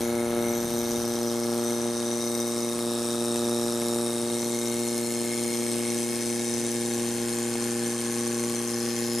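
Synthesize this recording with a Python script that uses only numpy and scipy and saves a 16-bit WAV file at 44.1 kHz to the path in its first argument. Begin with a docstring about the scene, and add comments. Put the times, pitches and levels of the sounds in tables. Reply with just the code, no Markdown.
"""On a wooden table, a four-vane vacuum pump blows out through an open hose barb on its oil jar.
Each turning vane lets out a thump and a spit of air, which hisses and rings the jar and fittings.
The vanes tick and scrape, the motor whines and a cooling fan rushes underneath.
A paper towel flutters in the exhaust for the first second; later the microphone moves
from the outlet up to the gauges."""
import sys
import numpy as np
from scipy import signal
from scipy.fft import rfft, irfft, next_fast_len
from scipy.io import wavfile
from scipy.ndimage import uniform_filter1d, map_coordinates

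SR = 44100
rng = np.random.default_rng(int(sys.argv[2]) if len(sys.argv) > 2 else 0)


def unload_audio(sound):
    """Save the sound as a 16-bit wav file, at the path given as the first command line argument."""
    columns = np.transpose(np.atleast_2d(sound))
    # keep every value between -1 and 1, then stretch to whole-number steps
    steps = np.round(np.clip(columns, -1, 1) * 32767)
    wavfile.write(sys.argv[1], SR, steps.astype(np.int16))


N = 405719
TIME = np.arange(N) / SR


# How many vanes pass the exhaust each second: time_s, rate_hz
VANE_RATE = [(0, 117.72), (1.5, 117.9), (5, 117.98), (9.2, 117.88)]
# How the four vanes differ: tick_lag_ms, tick_level_db, thump_lag_ms
VANES = [(-0.4, -4, -0.0076), (-0.072, -3.5, -0.034), (-0.22, -5, -0.023), (-0.52, -1.5, 0.0091)]
def rotor():
    """The motor turns the vanes; one after another they uncover the exhaust."""
    (rate_hz,) = curves(VANE_RATE)
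    passes = 1 / 6 + np.cumsum(rate_hz) / SR
    count = np.arange(1, int(passes[-1]) + 1)
    times = np.interp(count, passes, TIME)
    return rate_hz, passes, times, np.array(VANES)[count % len(VANES)].T


# Tone of one thump through jar and outlet: pitch_hz, ahead_db, aside_db
THUMP_TONE = [(30.2, -61, -50), (69.6, -25, -49), (109.4, -6.5, -6), (213, 7, 6), (349, 7, 5),
              (483, 0.5, -4), (623, -1, -11.5), (610, -11, -35.5), (842, -9.5, -11.5), (1030, -22, -39),
              (1353, -12.5, -26), (1980, -39.5, -25.5), (4900, -60.5, -65)]
# How the drone of thumps swells and fades: time_s, level_db
DRONE_LEVEL = [(0.0, -28), (0.07, -29), (0.51, -28.5), (0.61, -30), (1.69, -28.5), (2.0, -31),
               (3.56, -28.5), (4.28, -30), (7.66, -30), (7.84, -29.5), (7.92, -31.5), (8.43, -29),
               (8.71, -32), (8.76, -30), (9.17, -29.5), (9.2, -32)]
def thumps(times, facing, boost_db=.24):
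    """Each chamber empties with a push of air, never quite the same; together they make a drone."""
    timing, size = rng.standard_normal((len(times), 2)).T
    pulses = clicks(times + .028 * timing / 1000, .6 * size)
    tone = np.array(THUMP_TONE)
    ahead, aside = (unit_in(colour(pulses, tone[:, [0, k]]), 180, 430) for k in (1, 2))
    surge_db = .52 * wobble(19)  # the flow is a little uneven
    return (facing * ahead + (1 - facing) * aside) * loudness(DRONE_LEVEL) * undb(surge_db + boost_db)


# Puffs that come out harder: start_s, level_db
HARD_PUFFS = [(2.79, 5), (3.82, 4), (4.43, 6), (7.555, 6), (8.439, 6), (8.546, 3)]
def sputters():
    """Now and then the outlet gives a small dull pop that rings the housing."""
    tone = [(60, -16), (150, -4), (300, 0), (550, -4), (1100, -9), (1950, -19), (2160, 0),
            (2400, -16), (5000, -32)]
    return colour(clicks(*np.transpose(HARD_PUFFS)), tone)


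def spits(times, fall_s, leak, rise_s=.00048, scatter_db=2):
    """How hard the air swirls: it bursts out with each vane, then dies down to a steady leak."""
    t = TIME[:SR // 50]
    burst = (1 - np.exp(-t / rise_s)) * np.exp(-t / fall_s)
    starts = clicks(times, scatter_db * rng.standard_normal(len(times)))
    return signal.oaconvolve(starts, burst / burst.max())[:N] + leak


# Tone of the air jet at the outlet's mouth, in front of it and from above: pitch_hz, level_db
JET_CLOSE = [(300, -6), (850, 4), (1250, -5.5), (2000, -7), (3300, 1.5), (4450, -5), (4700, -6),
             (5100, 0.5), (5750, -3), (6350, 1), (6650, -12), (7000, -4), (7550, -4), (8050, 9),
             (8650, 2.5), (9300, 1.5), (10150, -1), (10750, -3.5), (11200, -8), (11550, -3), (12000, -14),
             (12550, -2), (13700, -5), (14200, -10)]
JET_FRONT = [(300, -13), (850, -7.5), (1250, -4.5), (2050, -13), (2550, -4.5), (2950, -14), (3450, -5.5),
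             (4600, -15), (5400, -0.5), (6400, -10.5), (7100, -3), (7800, 3), (9000, 0), (9500, -1.5),
             (10200, -8), (10800, -11), (11300, -6), (13500, -17), (14300, -21), (15000, -29)]
JET_ABOVE = [(300, -19), (1200, -12), (1800, -6), (2700, -8), (3600, -6.5), (4700, -1.5), (5600, -10),
             (7150, 7.5), (7600, 1.5), (8700, -1.5), (9600, 3.5), (10900, 4.5), (11700, -4), (13600, -8),
             (15000, -34)]
# How the hiss swells and fades: time_s, level_db
HISS_LEVEL = [(0.0, -40), (0.13, -55), (0.71, -46), (1.6, -44.5), (2.5, -46), (3.0, -39.5), (4.0, -38.5),
              (4.25, -44), (5.51, -41), (8.56, -43.5), (9.2, -42)]
def jet(times, height, boost_db=.8):
    """Air hisses out of the outlet: hollow up close, then changing tone with the listening height."""
    air = eddies(spits(times + .00027, fall_s=.0012, leak=.21, rise_s=.00014))
    tones = JET_CLOSE, JET_FRONT, JET_ABOVE
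    close, front, above = (unit_in(colour(air, tone), 6600, 8920) for tone in tones)
    near = held(-np.inf, end_s=2.2, move_s=.6)  # the microphone draws away from the mouth
    far = (1 - height) * front + height * above
    return (near * close + (1 - near) * far) * loudness(HISS_LEVEL) * undb(boost_db)


# How loud the housing rings: time_s, level_db
HOUSING_LEVEL = [(0.05, -47), (0.33, -49), (0.45, -44.5), (0.7, -51), (1.1, -55), (1.7, -55), (2.6, -52),
                 (3.1, -68), (4.0, -59), (4.4, -50.5), (5.0, -49), (5.35, -45), (6.4, -47.5), (7.0, -51),
                 (9.2, -50.5)]
def housing_ring(spit):
    """The spits of air ring the pump's housing."""
    return blown_ring(spit, hz=2158, width_hz=112) * loudness(HOUSING_LEVEL)


# How loud the oil jar rings: time_s, level_db
JAR_LEVEL = [(0.3, -50), (0.8, -46), (1.35, -53), (1.8, -47), (2.7, -46), (3.35, -42.5), (4.0, -45),
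             (4.7, -48), (5.2, -58), (5.7, -50), (6.2, -52), (6.7, -48), (7.6, -56), (8.2, -53), (8.7, -60),
             (9.1, -52)]
def jar_ring(spit, scrape, hz=3752, width_hz=112):
    """Air and scraping ring the oil jar, which also sings in step with the vanes."""
    sung = ring(steep_ring(spit, hz, width_hz), hz, 10 * width_hz)
    blown = blown_ring(spit, hz, width_hz)
    scraped = steep_ring(scrape, hz, width_hz)
    return unit(blown + .45 * scraped + .19 * sung) * loudness(JAR_LEVEL)


# How loud the elbow rings: time_s, level_db
ELBOW_LEVEL = [(0.3, -58), (0.85, -51), (1.3, -44), (1.65, -50), (2.4, -46), (4.0, -54), (4.7, -51),
               (5.5, -45.5), (6.3, -46), (7.1, -49), (8.55, -49.5), (8.9, -41.5), (9.2, -41.5)]
def elbow_ring(spit):
    """The spits of air ring the bend in the pipe."""
    return blown_ring(spit, hz=5165, width_hz=170) * loudness(ELBOW_LEVEL)


# How loud the gauge stems ring as the microphone rises past them: time_s, level_db
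STEM_LEVEL = [(0.3, -55), (1.9, -53), (2.3, -53), (4.0, -56), (4.5, -48.5), (5.5, -47), (6.3, -51),
              (9.2, -51)]
def stem_ring(spit, scrape, hz=4228, width_hz=88):
    """Air and scraping ring the stems of the gauges."""
    blown = blown_ring(spit, hz, width_hz)
    scraped = steep_ring(scrape, hz, width_hz)
    return unit(blown + .75 * scraped) * loudness(STEM_LEVEL)


# Small hollows in the fittings: pitch_hz, width_hz, front_db, halfway_db, above_db
HOLLOWS = [(1090, 81, -75, -59, -46), (1740, 200, -65, -56, -59), (3240, 210, -77, -53.5, -50.5),
           (6280, 240, -63, -45.5, -48.5), (6890, 330, -50.5, -46.5, -66)]
def hollow_rings(spit, height):
    """Small hollows ring faintly, each loudest from its own direction; the towel muffles them."""
    rings = sum(blown_ring(spit, hz, width) * heard_from(height, db) for hz, width, *db in HOLLOWS)
    muffle_db = sum(db * held(start, end, TOWEL_MOVE_S) for start, end, _, db in TOWEL_HOLDS)
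    return rings * undb(muffle_db)


# How the hose barb's ring swells and fades: time_s, level_db
BARB_LEVEL = [(0.0, -47), (0.25, -52), (0.56, -43), (1.15, -44), (1.5, -50), (1.71, -41), (2.7, -44.5),
              (2.92, -52), (3.23, -46), (4.0, -53), (4.4, -41.5), (4.82, -45), (5.2, -58), (5.6, -48),
              (6.3, -44), (6.8, -45), (7.3, -49.5), (8.4, -43.5), (8.94, -45), (9.2, -51)]
def barb_ring(spit, boost_db=2):
    """The hose barb, a short open nozzle, rings along its length."""
    return blown_ring(spit, hz=6062, width_hz=130) * loudness(BARB_LEVEL) * undb(boost_db)


# The outlet's sizzle, pushed higher by the towel: time_s, pitch_hz, level_db
SIZZLE = [(0.0, 12900, -48), (0.3, 13250, -54), (0.5, 12800, -46), (0.8, 12700, -46), (1.2, 12800, -50),
          (1.65, 12750, -50), (1.9, 12800, -60), (2.4, 12300, -49), (2.7, 12750, -54), (4.3, 12900, -54),
          (4.65, 12750, -51), (5.1, 12600, -52), (5.35, 12900, -53), (6.9, 12780, -59), (7.3, 12750, -57),
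          (7.8, 12750, -65), (9.2, 12750, -54)]
def sizzle(spit, upper_hz=13650, width_hz=400, boost_db=.5):
    """Air rings across the narrow outlet at two very high pitches; the lower one glides."""
    hz, db = curves(SIZZLE)
    upper = ring(ring(eddies(spit), upper_hz, width_hz), upper_hz, width_hz)
    lower = gliding_ring(spit, hz, width_hz)
    return (lower + undb(-5) * upper) * undb(db + boost_db)


# The jet's wandering ring, broad rush and thin top: time_s, pitch_hz, level_db
JET_WANDER = [(0.35, 5370, -56), (0.7, 5560, -50), (1.3, 5630, -51), (1.8, 5540, -53), (2.4, 5460, -51),
              (3.5, 5440, -50), (4.5, 5410, -48.5), (6.2, 5380, -51.5), (9.2, 5300, -52)]
JET_RUSH = [(0.3, 8640, -50), (0.7, 8600, -45), (1.35, 8400, -46.5), (1.8, 8500, -42.5), (2.5, 8360, -40.5),
            (2.8, 8550, -51), (2.95, 8950, -50), (4.0, 8700, -42.5), (4.6, 8770, -41), (5.5, 8670, -39.5),
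            (6.5, 8800, -40), (7.6, 8600, -40.5), (8.6, 8630, -41), (9.1, 8550, -52)]
JET_TOP = [(0.4, 10730, -46), (0.75, 10500, -55), (1.6, 10500, -48.5), (2.75, 10770, -45),
           (3.3, 10800, -57), (4.0, 10800, -47), (4.3, 10570, -45), (5.4, 10500, -48), (6.5, 10160, -47),
           (6.85, 10900, -54), (8.8, 10800, -50), (9.15, 10800, -44)]
def jet_rings(spit):
    """Three bands of the jet's hiss swell and shift as the microphone moves."""
    out = 0
    for table, width_hz in (JET_WANDER, 260), (JET_RUSH, 600), (JET_TOP, 420):
        hz, db = curves(table)
        out += gliding_ring(spit, hz, width_hz) * undb(db)
    return out


# Tone of the ticks through the casing: pitch_hz, level_db
TICK_TONE = [(200, -29), (550, -14.5), (800, 2), (980, -4), (1120, -1), (1300, 0), (1500, -1.5),
             (1720, -0.5), (2000, -16.5), (2600, -3.5), (4000, -20), (9000, -45)]
def ticks(times, vane_db, height):
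    """The vanes slap the chamber wall in a pattern that repeats with every turn."""
    timing, size = rng.standard_normal((len(times), 2)).T
    slaps = clicks(times + .022 * timing / 1000, vane_db + 1.2 * size)
    return unit_in(colour(slaps, TICK_TONE), 840, 3200) * heard_from(height, db=(-51, -55.5, -43))


# Tone of the scraping through the casing: pitch_hz, level_db
SCRAPE_TONE = [(200, -10), (400, 3), (600, 1), (900, -1), (1400, -4), (1800, -4), (2000, -12), (2500, -13),
               (3200, -8), (4500, -9), (7000, -24)]
def scraping(passes, times):
    """Vanes drag over the same rough spots each turn; gives the bare scrape and its muffled sound."""
    drag = spits(times - .0004, fall_s=.0012, leak=.2, rise_s=.0002, scatter_db=.7)
    turns = passes / len(VANES)
    wall = rng.standard_normal(int(N / turns[-1]))  # the bumps of one full turn
    bumps = map_coordinates(wall, [turns % 1 * len(wall)], order=3, mode="mirror")
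    scrape = unit(drag * bumps)
    return scrape, unit(colour(scrape, SCRAPE_TONE)) * undb(-47)


# Tones of the motor and bearings: pitch_hz, front_db, above_db
WHINE_TONES = [(796, -59, -61), (1073, -66, -58), (1096, -60, -55.5), (1120, -63, -62), (1149, -64, -63),
               (1179, -59, -60), (1268, -58, -63), (1357, -63, -67), (1415, -58, -56), (1435, -63, -69),
               (1533, -58, -56), (1651, -63, -60), (1676, -64, -56), (1698, -66, -57.5), (1768, -64, -57),
               (1879, -64, -72), (1887, -72, -57)]
def whine(rate_hz, height):
    """The motor's wavering tones follow the speed of the shaft."""
    phase_per_hz = 2 * np.pi * np.cumsum(rate_hz / rate_hz.mean()) / SR
    out = 0
    for hz, front_db, above_db in WHINE_TONES:
        tone = np.sqrt(2) * np.sin(hz * phase_per_hz + .3 * wobble(12))
        out += tone * undb(2 * wobble(7) + front_db + height * (above_db - front_db))
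    return out


TOWEL_MOVE_S = .064  # time the hand takes to move the paper in or away
# When the towel is held in the exhaust: start_s, end_s, rasp_db, muffle_db
TOWEL_HOLDS = [(0.09, 0.52, -45, -6.5), (0.52, 1.087, -50, -1)]
# How loud the towel's low flutter is: time_s, level_db
FLUTTER_LEVEL = [(0, -42), (.12, -46), (.33, -46), (.45, -41.5), (.77, -41.5), (.86, -45), (.92, -40.5),
                 (1.02, -42), (1.17, -57), (1.4, -100)]
def towel(times):
    """The exhaust shakes the paper in low gusts; held close, it rasps and buzzes with every puff."""
    gust_tone = [(20, -14), (50, 0), (90, 5), (160, 6), (280, .5), (600, -13), (2000, -48)]
    paper_tone = [(200, -14), (740, 8), (1000, -5), (1150, 3.5), (1700, 0), (1950, -6), (2170, -3),
                  (2550, -23), (3250, -3), (4200, -2), (4700, -12), (7800, -9), (9600, 4), (12000, -23)]
    gusts = unit(colour(rng.standard_normal(N), gust_tone))
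    air = unit(eddies(spits(times, fall_s=.0042, leak=.26)))
    slaps = unit(clicks(times + .000505, rng.standard_normal(len(times))))
    rasp = unit(colour(air + .73 * slaps, paper_tone))
    flutter = gusts * loudness(FLUTTER_LEVEL) * undb(2 * wobble(30.3))
    holding = sum(held(start, end, TOWEL_MOVE_S) * undb(db) for start, end, db, _ in TOWEL_HOLDS)
    return flutter + rasp * holding


# Tone of the fan and the shaking table: pitch_hz, level_db
FAN_TONE = [(20, -28), (45, -28), (70, -16), (120, -10.5), (300, -4), (550, -10), (750, -15.5), (1000, -17),
            (4000, -20), (9000, -23), (12000, -32)]
def fan():
    """The cooling fan rushes softly over the dull shaking of the table."""
    wash = unit(colour(rng.standard_normal(N), FAN_TONE))
    return wash * undb(-44.7 + 1.6 * wobble(20))


def near_echo(x, facing, aside_ms=.458, ahead_ms=.194, share=.36):
    """The nearest echo comes later as the microphone leaves the line of the outlet."""
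    lag_ms = aside_ms + facing * (ahead_ms - aside_ms)
    late = map_coordinates(x, [np.arange(N) - lag_ms * SR / 1000], order=3)
    return (x + share * late) / np.hypot(1, share)


def room(x, wet_db, spread, early_s=.016, tail_db=-14, tail_s=.62, shift_s=1.2):
    """Table and walls add echoes that shift as the microphone moves; spread widens them."""
    t = TIME[:SR // 3]
    fade = (np.exp(-t / early_s) + undb(tail_db - 60 * t / tail_s)) * (t > .001)
    wet = np.zeros((2, N + len(t)))
    step = int(shift_s * SR)
    for centre in range(0, N + step, step):  # each echo pattern blends into the next
        mid, side = rng.standard_normal((2, len(t))) * fade / np.sqrt(np.sum(fade ** 2))
        echoes = np.array([mid + spread * side, mid - spread * side]) / np.hypot(1, spread)
        near = np.arange(max(centre - step, 0), min(centre + step, N))
        piece = x[near] * np.cos(np.pi / 2 * (near - centre) / step)
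        echoed = signal.fftconvolve(piece[None], echoes, axes=1)
        wet[:, near[0]:near[0] + echoed.shape[1]] += echoed
    return (x + undb(wet_db) * wet[:, :N]) / np.hypot(1, undb(wet_db))


def left_first(x, phase_rad=.23):
    """What to add to a sound so it reaches the left a little early and the right a little late."""
    wave = signal.hilbert(x, next_fast_len(N))[:N]
    return np.real(wave * np.exp(.5j * phase_rad * np.array([[1], [-1]]))) - x


def lean_left(x, pan_db, bass_hz=230):
    """Make the left side louder, leaving the bass in the middle."""
    bass = signal.sosfiltfilt(signal.butter(2, bass_hz, fs=SR, output="sos"), x)
    return bass + (x - bass) * undb(np.array([pan_db, -pan_db]) / 2)


def eddies(strength):
    """Swirling air: fresh noise that follows the given strength."""
    return strength * rng.standard_normal(N)


def ring(x, hz, width_hz):
    """Make a sound ring around one pitch, at level 1."""
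    return unit(signal.lfilter(*signal.iirpeak(hz, hz / width_hz, SR), x))


def steep_ring(x, hz, width_hz):
    """A ring that lets less through on either side of its pitch."""
    return ring(ring(x, hz, width_hz), hz, 5 * width_hz)


def blown_ring(spit, hz, width_hz):
    """Trapped air rings when the spits blow on it."""
    return steep_ring(eddies(spit), hz, width_hz)


def gliding_ring(spit, hz, width_hz):
    """A blown ring whose pitch moves: shift the noise down, smooth it, shift it back."""
    spin = np.exp(2j * np.pi * np.cumsum(hz) / SR)
    band = signal.lfilter(*signal.butter(2, width_hz / 2, fs=SR), eddies(spit) / spin)
    return unit(np.real(spin * band))


def colour(x, tone, size=4096):
    """Shape a sound with a list of (pitch_hz, level_db) points."""
    hz, db = np.transpose(tone)
    f = np.maximum(np.fft.rfftfreq(size, 1 / SR), 1)
    cepstrum = irfft(np.log(undb(np.interp(np.log(f), np.log(hz), db))))
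    cepstrum[1:size // 2] *= 2  # folded so the filter rings only after a hit
    cepstrum[size // 2 + 1:] = 0
    return signal.oaconvolve(x, irfft(np.exp(rfft(cepstrum))))[:N]


def clicks(times, db, order=8):
    """Clean clicks at exact times, even between samples."""
    at = times[:, None] * SR
    index = np.floor(at).astype(int) + np.arange(1 - order, order + 1)
    shape = np.sinc(index - at) * np.sinc((index - at) / order) * undb(db)[:, None]
    inside = (index >= 0) & (index < N)
    return np.bincount(index[inside], shape[inside], N)


def wobble(rate_hz):
    """A smooth random drift, about 1 in size."""
    hold = int(SR / rate_hz)
    steps = np.repeat(rng.standard_normal(N // hold + 1), hold)
    return unit(uniform_filter1d(uniform_filter1d(steps, hold), hold)[:N])


def held(start_s, end_s, move_s):
    """Rise to 1 at the start, hold, and fall at the end."""
    return np.clip(np.minimum(TIME - start_s, end_s - TIME) / move_s + .5, 0, 1)


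def heard_from(height, db):
    """Gain at the microphone's height, from the levels in front, halfway up and above."""
    return undb(np.interp(height, [0, .5, 1], db))


def curves(table):
    """Join a table's rows with straight lines in time."""
    time_s, *columns = np.transpose(table)
    return [np.interp(TIME, time_s, column) for column in columns]


def loudness(table):
    """Turn (time_s, level_db) rows into a changing gain."""
    return undb(curves(table)[0])


def undb(db):
    """Turn decibels into a gain."""
    return 10 ** (np.asarray(db) / 20)


def unit(x):
    """Scale a sound to an average (rms) level of 1."""
    return x / np.sqrt(np.mean(x ** 2))


def unit_in(x, low_hz, high_hz, size=2 ** 19):
    """Scale a sound so the part between two pitches has level 1."""
    f = np.fft.rfftfreq(size, 1 / SR)
    power = np.abs(rfft(x, size)[(f > low_hz) & (f < high_hz)]) ** 2
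    return x / np.sqrt(power.sum() / (size // 2) / N)


# Where the microphone is: time_s, height (0 outlet, 1 gauges), facing (0 aside, 1 ahead of the outlet)
MICROPHONE_PATH = [(0, 0.47, 0.93), (.35, 0.52, 1.47), (.7, 0.45, 0.98), (1.6, 0.23, 1.03),
                   (2.1, 0.22, 1.03), (2.6, 0.29, 0.9), (3, 0.022, 0.94), (3.9, 0.067, 1.04),
                   (4.5, 0.37, 0.74), (5.3, 0.44, 0.61), (5.8, 0.59, 0.34), (6.5, 0.52, 0.28),
                   (7.3, 0.78, 0.13), (9.2, 0.82, 0.12)]
def scene():
    """The rotor drives thumps, ticks and spits; the moving microphone sets their balance."""
    height, facing = curves(MICROPHONE_PATH)
    rate_hz, passes, times, (tick_lag_ms, tick_db, thump_lag_ms) = rotor()
    drone = thumps(times + thump_lag_ms / 1000, facing) + sputters()
    machine = ticks(times + tick_lag_ms / 1000, tick_db, height) + whine(rate_hz, height)
    scrape, muffled_scrape = scraping(passes, times)
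    hiss = jet(times, height)
    spit = spits(times + .000635, fall_s=.00076, leak=.16)  # air caught in the jar and fittings
    rings = housing_ring(spit) + jar_ring(spit, scrape) + elbow_ring(spit) + stem_ring(spit, scrape)
    rings += hollow_rings(spit, height) + barb_ring(spit) + sizzle(spit) + jet_rings(spit)
    clatter = near_echo(machine + muffled_scrape + hiss, facing) + rings
    pump = room(drone, wet_db=-23, spread=3) + left_first(drone) + room(clatter, wet_db=-7, spread=.85)
    towel_and_fan = room(towel(times) + fan(), wet_db=-7, spread=1)
    return lean_left(pump, pan_db=.6 + 1.7 * height) + towel_and_fan


def record(dry):
    """Cut off the very highest treble."""
    top_hz = 14400
    return signal.sosfilt(signal.ellip(8, .2, 70, top_hz, fs=SR, output="sos"), dry)


dry = scene()
out = record(dry)
unload_audio(out)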